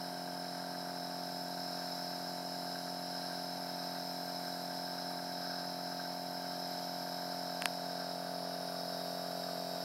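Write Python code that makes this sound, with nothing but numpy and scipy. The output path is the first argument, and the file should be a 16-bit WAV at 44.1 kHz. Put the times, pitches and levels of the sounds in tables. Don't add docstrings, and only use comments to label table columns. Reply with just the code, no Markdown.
import sys
import numpy as np
from scipy import signal
from scipy.fft import rfft, irfft, next_fast_len
from scipy.io import wavfile
from scipy.ndimage import uniform_filter1d, map_coordinates

SR = 44100
rng = np.random.default_rng(int(sys.argv[2]) if len(sys.argv) > 2 else 0)


def to_wav(sig):
    pcm = np.clip(np.atleast_2d(sig), -1, 1) * 32767
    pcm = np.round(pcm).astype(np.int16)
    wavfile.write(sys.argv[1], SR, pcm.T)


N = 433944

SHAFT_HZ = 44.335
KNOCKS = [(.32, .58), (.357, .69), (.404, .16), (.766, 1)]
# (centre [Hz], width [Hz], weight [dB])
HOUSING_MODES = [(280, 30, .6), (675, 41, 0), (860, 60, 4)]
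# (shaft multiple, rms level before the turn [dB], rms level after it [dB])
HUM_LINES = [(2, -80.0, -80), (3, -72.5, -72), (4, -52.0, -51.2), (5, -68, -68), (6, -52.5, -53.6),
             (7, -65, -66.5), (8, -61, -99), (9, -65, -58.5), (10, -68, -62.5), (11, -66, -58.5),
             (12, -67, -65), (13, -59, -54), (14, -52.5, -52), (15, -55.5, -47), (16, -47, -48),
             (17, -54.5, -56), (18, -67.5, -95), (19, -64, -61), (20, -56.5, -60.5), (21, -61.5, -76),
             (22, -68, -64), (23, -71, -70)]
# (frequency [Hz], rms level per line [dB])
UPPER_BUZZ = [(1060, -75), (1500, -74), (1900, -79), (2200, -82), (2700, -85.5)]
# (frequency [Hz], rms level [dB])
MOTOR_TONES = [(100, -86), (144.3, -66), (786.7, -67), (875.4, -70)]
# (time [s], gain [dB])
PUMP_FACING = [(1.0, -1.0), (1.5, -0.6), (5.9, -0.35), (7.4, 1), (8.5, -0.04)]


def compressor(turns, flutter_db=0.22):
    t = np.arange(N) / SR
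    turned = turned_share()
    facing = amp(curves(PUMP_FACING)[0])
    shaft = np.exp(2j * np.pi * turns)
    hum = np.zeros(N)
    for multiple, first_db, turned_db in HUM_LINES:
        hz = multiple * SHAFT_HZ
        drive = sum(push * np.exp(-2j * np.pi * multiple * place) for place, push in KNOCKS)
        body = sum(amp(db) * 1j * hz * width / (centre ** 2 - hz ** 2 + 1j * hz * width)
                   for centre, width, db in HOUSING_MODES)
        phase = drive * body / abs(drive * body)
        level = amp(first_db) * (1 - turned) + amp(turned_db) * turned
        if hz > 500:
            level = level * facing
        hum += level * np.real(shaft ** multiple * phase)
    for multiple in range(24, 61):
        level = amp(along(UPPER_BUZZ, multiple * SHAFT_HZ) + 2 * rng.normal())
        phase = np.exp(2j * np.pi * rng.random())
        hum += level * np.real(shaft ** multiple * phase)
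    motor = sum(amp(db) * np.cos(2 * np.pi * (hz * t + rng.random())) for hz, db in MOTOR_TONES)
    flutter = amp(flutter_db * wobble(rate=28))
    return np.sqrt(2) * (hum * flutter + motor)


MAINS_HZ = 50
START_TURNS = .087
PHASE_SLIP = (3.572, .006, .016)


def shaft_turns(hunt=0.0023, jitter=0.00032, drift=0.0033):
    t = np.arange(N) / SR
    beat = np.sin(2 * np.pi * 2 * (MAINS_HZ - SHAFT_HZ) * t)
    when, length, slipped = PHASE_SLIP
    slip = slipped * np.clip((t - when) / length, 0, 1)
    unevenness = hunt * beat + jitter * wobble(rate=29) + drift * wobble(rate=3)
    return START_TURNS + SHAFT_HZ * t + slip + unevenness


# (frequency [Hz], relative density [dB])
HISS_FIRST = [(1940, -42), (3300, -22), (3650, -20.5), (3870, -4.5), (3990, -2), (4150, -3.5), (4330, -10),
              (4500, -7), (4850, -4), (5030, 0.5), (5190, 7.5), (5360, 0), (5830, -12.5), (6350, -15),
              (6700, -47), (8710, -48), (14700, -120)]
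HISS_TURNED = [(1940, -26), (3300, -17), (3540, -17), (3820, 1), (4010, -0.5), (4150, -6), (4570, 1.5),
               (4850, 1.5), (5210, 7.5), (5410, 3), (5830, -8), (6490, -19), (6700, -30), (8710, -54),
               (14700, -120)]
# (frequency [Hz], relative density [dB])
GURGLE_FIRST = [(700, -41), (1000, -14.5), (1300, -7), (1470, -5.5), (1580, 1.5), (1720, -10.5),
                (1950, -17.5), (2600, -24.5), (3400, -45)]
GURGLE_AFTER_TURN = [(700, -36), (1000, -18), (1150, 0.5), (1330, -3), (1540, 2), (1720, -5.5), (1950, -16),
                     (2600, -25), (3400, -52)]
# (time [s], level [dB])
CUP_SWAY = [(.7, -48.7), (1.7, -46), (6.0, -47), (6.8, -46), (8.4, -48), (9.1, -46.5)]
GURGLE_DB, SURGE_DB, SURGE_RATE = -55, 0.95, 5
STROKE_PLACE = 0.63


def mist(turns, hiss_surge_db=0.63):
    turned = turned_share()

    def in_cup(x, first, last):
        return (1 - turned) * coloured(x, first) + turned * coloured(x, last)

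    surge = wobble(SURGE_RATE)
    gurgle = in_cup(sputter(rate=90, depth_db=2.0), GURGLE_FIRST, GURGLE_AFTER_TURN)
    spray = sputter(rate=130, depth_db=0.7) * stroke(turns, STROKE_PLACE, depth_db=0.5)
    hiss = in_cup(spray, HISS_FIRST, HISS_TURNED)
    gurgle_gain = amp(GURGLE_DB + SURGE_DB * surge)
    hiss_gain = amp(curves(CUP_SWAY)[0] + hiss_surge_db * surge)
    return gurgle_gain * gurgle + hiss_gain * hiss


def sputter(rate, depth_db):
    return rng.standard_normal(N) * amp(depth_db * wobble(rate))


def stroke(turns, place, depth_db):
    return amp(depth_db * np.cos(np.pi * (turns - place)) ** 8)


# (frequency [Hz], relative density [dB])
JET_AIR = [(1500, -21), (2100, -1), (2750, -5), (3200, -1.5), (4500, -17), (6700, -9), (8500, -4),
           (10200, -5.5), (12300, 2.5), (13300, -2), (14200, -15), (15600, -7.5)]
# (centre [Hz], width [Hz], lift [dB])
NOZZLE_PEAKS = [(7250, 380, 7), (9500, 320, 5.5), (10820, 270, 5)]
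JET_UNDER_DB, JET_FOLLOWS, JET_TURNED_DB = -9.5, 0.63, 0.7


def jet(drift_db=1.76):
    frames = signal.stft(rng.standard_normal(N), nperseg=1024)[2]
    across_bands = uniform_filter1d(rng.standard_normal(frames.shape), size=7, axis=0)
    drift = unit(uniform_filter1d(across_bands, size=90, axis=1))
    noise = signal.istft(frames * amp(drift_db * drift), nperseg=1024)[1][:N]

    def nozzle_lift(hz):
        return sum(db * np.exp(-((hz - centre) / width) ** 2) for centre, width, db in NOZZLE_PEAKS)

    air = filtered(noise, lambda hz: amp(along(JET_AIR, hz) + nozzle_lift(hz)))
    cup_db = curves(CUP_SWAY)[0]
    sway_db = JET_FOLLOWS * (cup_db - cup_db.mean())
    level_db = cup_db.mean() + JET_UNDER_DB + sway_db + JET_TURNED_DB * turned_share()
    return amp(level_db) * unit(air)


TURN_S, TURN_EASE_S = 7.98, 0.38


def turned_share():
    return .5 + .5 * np.tanh((np.arange(N) / SR - TURN_S) / (2 * TURN_EASE_S))


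# (time [s], peak level of the knock [dB])
CLICK_TIMES = [(7.6212, -20.5), (7.6571, -12.5)]
# (frequency [Hz], relative level [dB])
SNAP_COLOUR = [(100, -40), (1500, -16), (4700, 3), (7200, -7.5), (9300, 1.5), (11500, -4), (15000, -18)]
# (frequency [Hz], relative level [dB])
KNOCK_COLOUR = [(40, -38), (300, -24), (600, 2), (1200, 4), (2400, 5), (3400, 0), (5000, -5.5), (9000, -26)]


def clicks(snap_db=-2, knock_db=0, lag=.00055, rebound_db=-12, rebound=0.001665):
    # (delay [s], gain [dB], colour)
    parts = [(0, snap_db, SNAP_COLOUR), (lag, knock_db, KNOCK_COLOUR), (rebound, rebound_db, KNOCK_COLOUR)]
    out = np.zeros(N)
    for s, db in CLICK_TIMES:
        for delay, gain_db, colour in parts:
            impulse = causal(colour)
            out[round((s + delay) * SR):][:len(impulse)] += amp(db + gain_db) * impulse
    return out


# (time [s], peak level [dB])
BUMP_TIMES = [(3.574, -51), (7.657, -48)]
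# (frequency [Hz], relative level [dB])
BUMP_COLOUR = [(25, -4), (70, 0), (250, 3), (700, -12), (2000, -45)]


def bumps():
    out, impulse = np.zeros(N), causal(BUMP_COLOUR, size=4096)
    for s, db in BUMP_TIMES:
        out[round(s * SR):][:len(impulse)] += amp(db) * impulse
    return out


# (frequency [Hz], relative density [dB])
RUMBLE_COLOUR = [(20, -27), (65, -29), (110, -17), (170, -5.5), (260, -4), (340, -5), (480, -3.5),
                 (555, -5), (700, 1.5), (770, -4), (820, 5), (890, 1), (1050, -3.5), (1500, -30)]


def rumble(level_db=-56.0):
    return amp(level_db) * coloured(rng.standard_normal(N), RUMBLE_COLOUR)


def amp(db):
    return 10 ** (np.asarray(db) / 20)


def unit(x):
    return x / np.sqrt(np.mean(x ** 2) + 1e-20)


def along(points, hz):
    f, v = np.transpose(points)
    return np.interp(np.log(hz + 1), np.log(f + 1), v)


def curves(rows):
    s, *cols = np.transpose(rows)
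    return [np.interp(np.arange(N) / SR, s, c) for c in cols]


def wobble(rate):
    knots = rng.standard_normal(int(N * rate / SR) + 4)
    return map_coordinates(knots, [np.arange(N) * rate / SR])


def filtered(x, response):
    m = next_fast_len(N + SR // 2)
    return irfft(rfft(x, m) * response(np.fft.rfftfreq(m, 1 / SR)), m)[:N]


def coloured(x, spectrum):
    return unit(filtered(x, lambda hz: amp(along(spectrum, hz))))


def causal(spectrum, size=1024):
    cepstrum = irfft(np.log(amp(along(spectrum, np.fft.rfftfreq(size, 1 / SR)))))
    cepstrum[1:size // 2] *= 2
    cepstrum[size // 2 + 1:] = 0
    impulse = irfft(np.exp(rfft(cepstrum)))
    return impulse / abs(impulse).max()


def scene():
    turns = shaft_turns()
    machine = compressor(turns) + rumble()
    cup = mist(turns) + jet()
    return (machine + cup + clicks() + bumps())[None]


TOP_HZ = 15800


def record(dry):
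    return np.array([filtered(x, lambda hz: hz < TOP_HZ) for x in dry])


dry = scene()
out = record(dry)
to_wav(out)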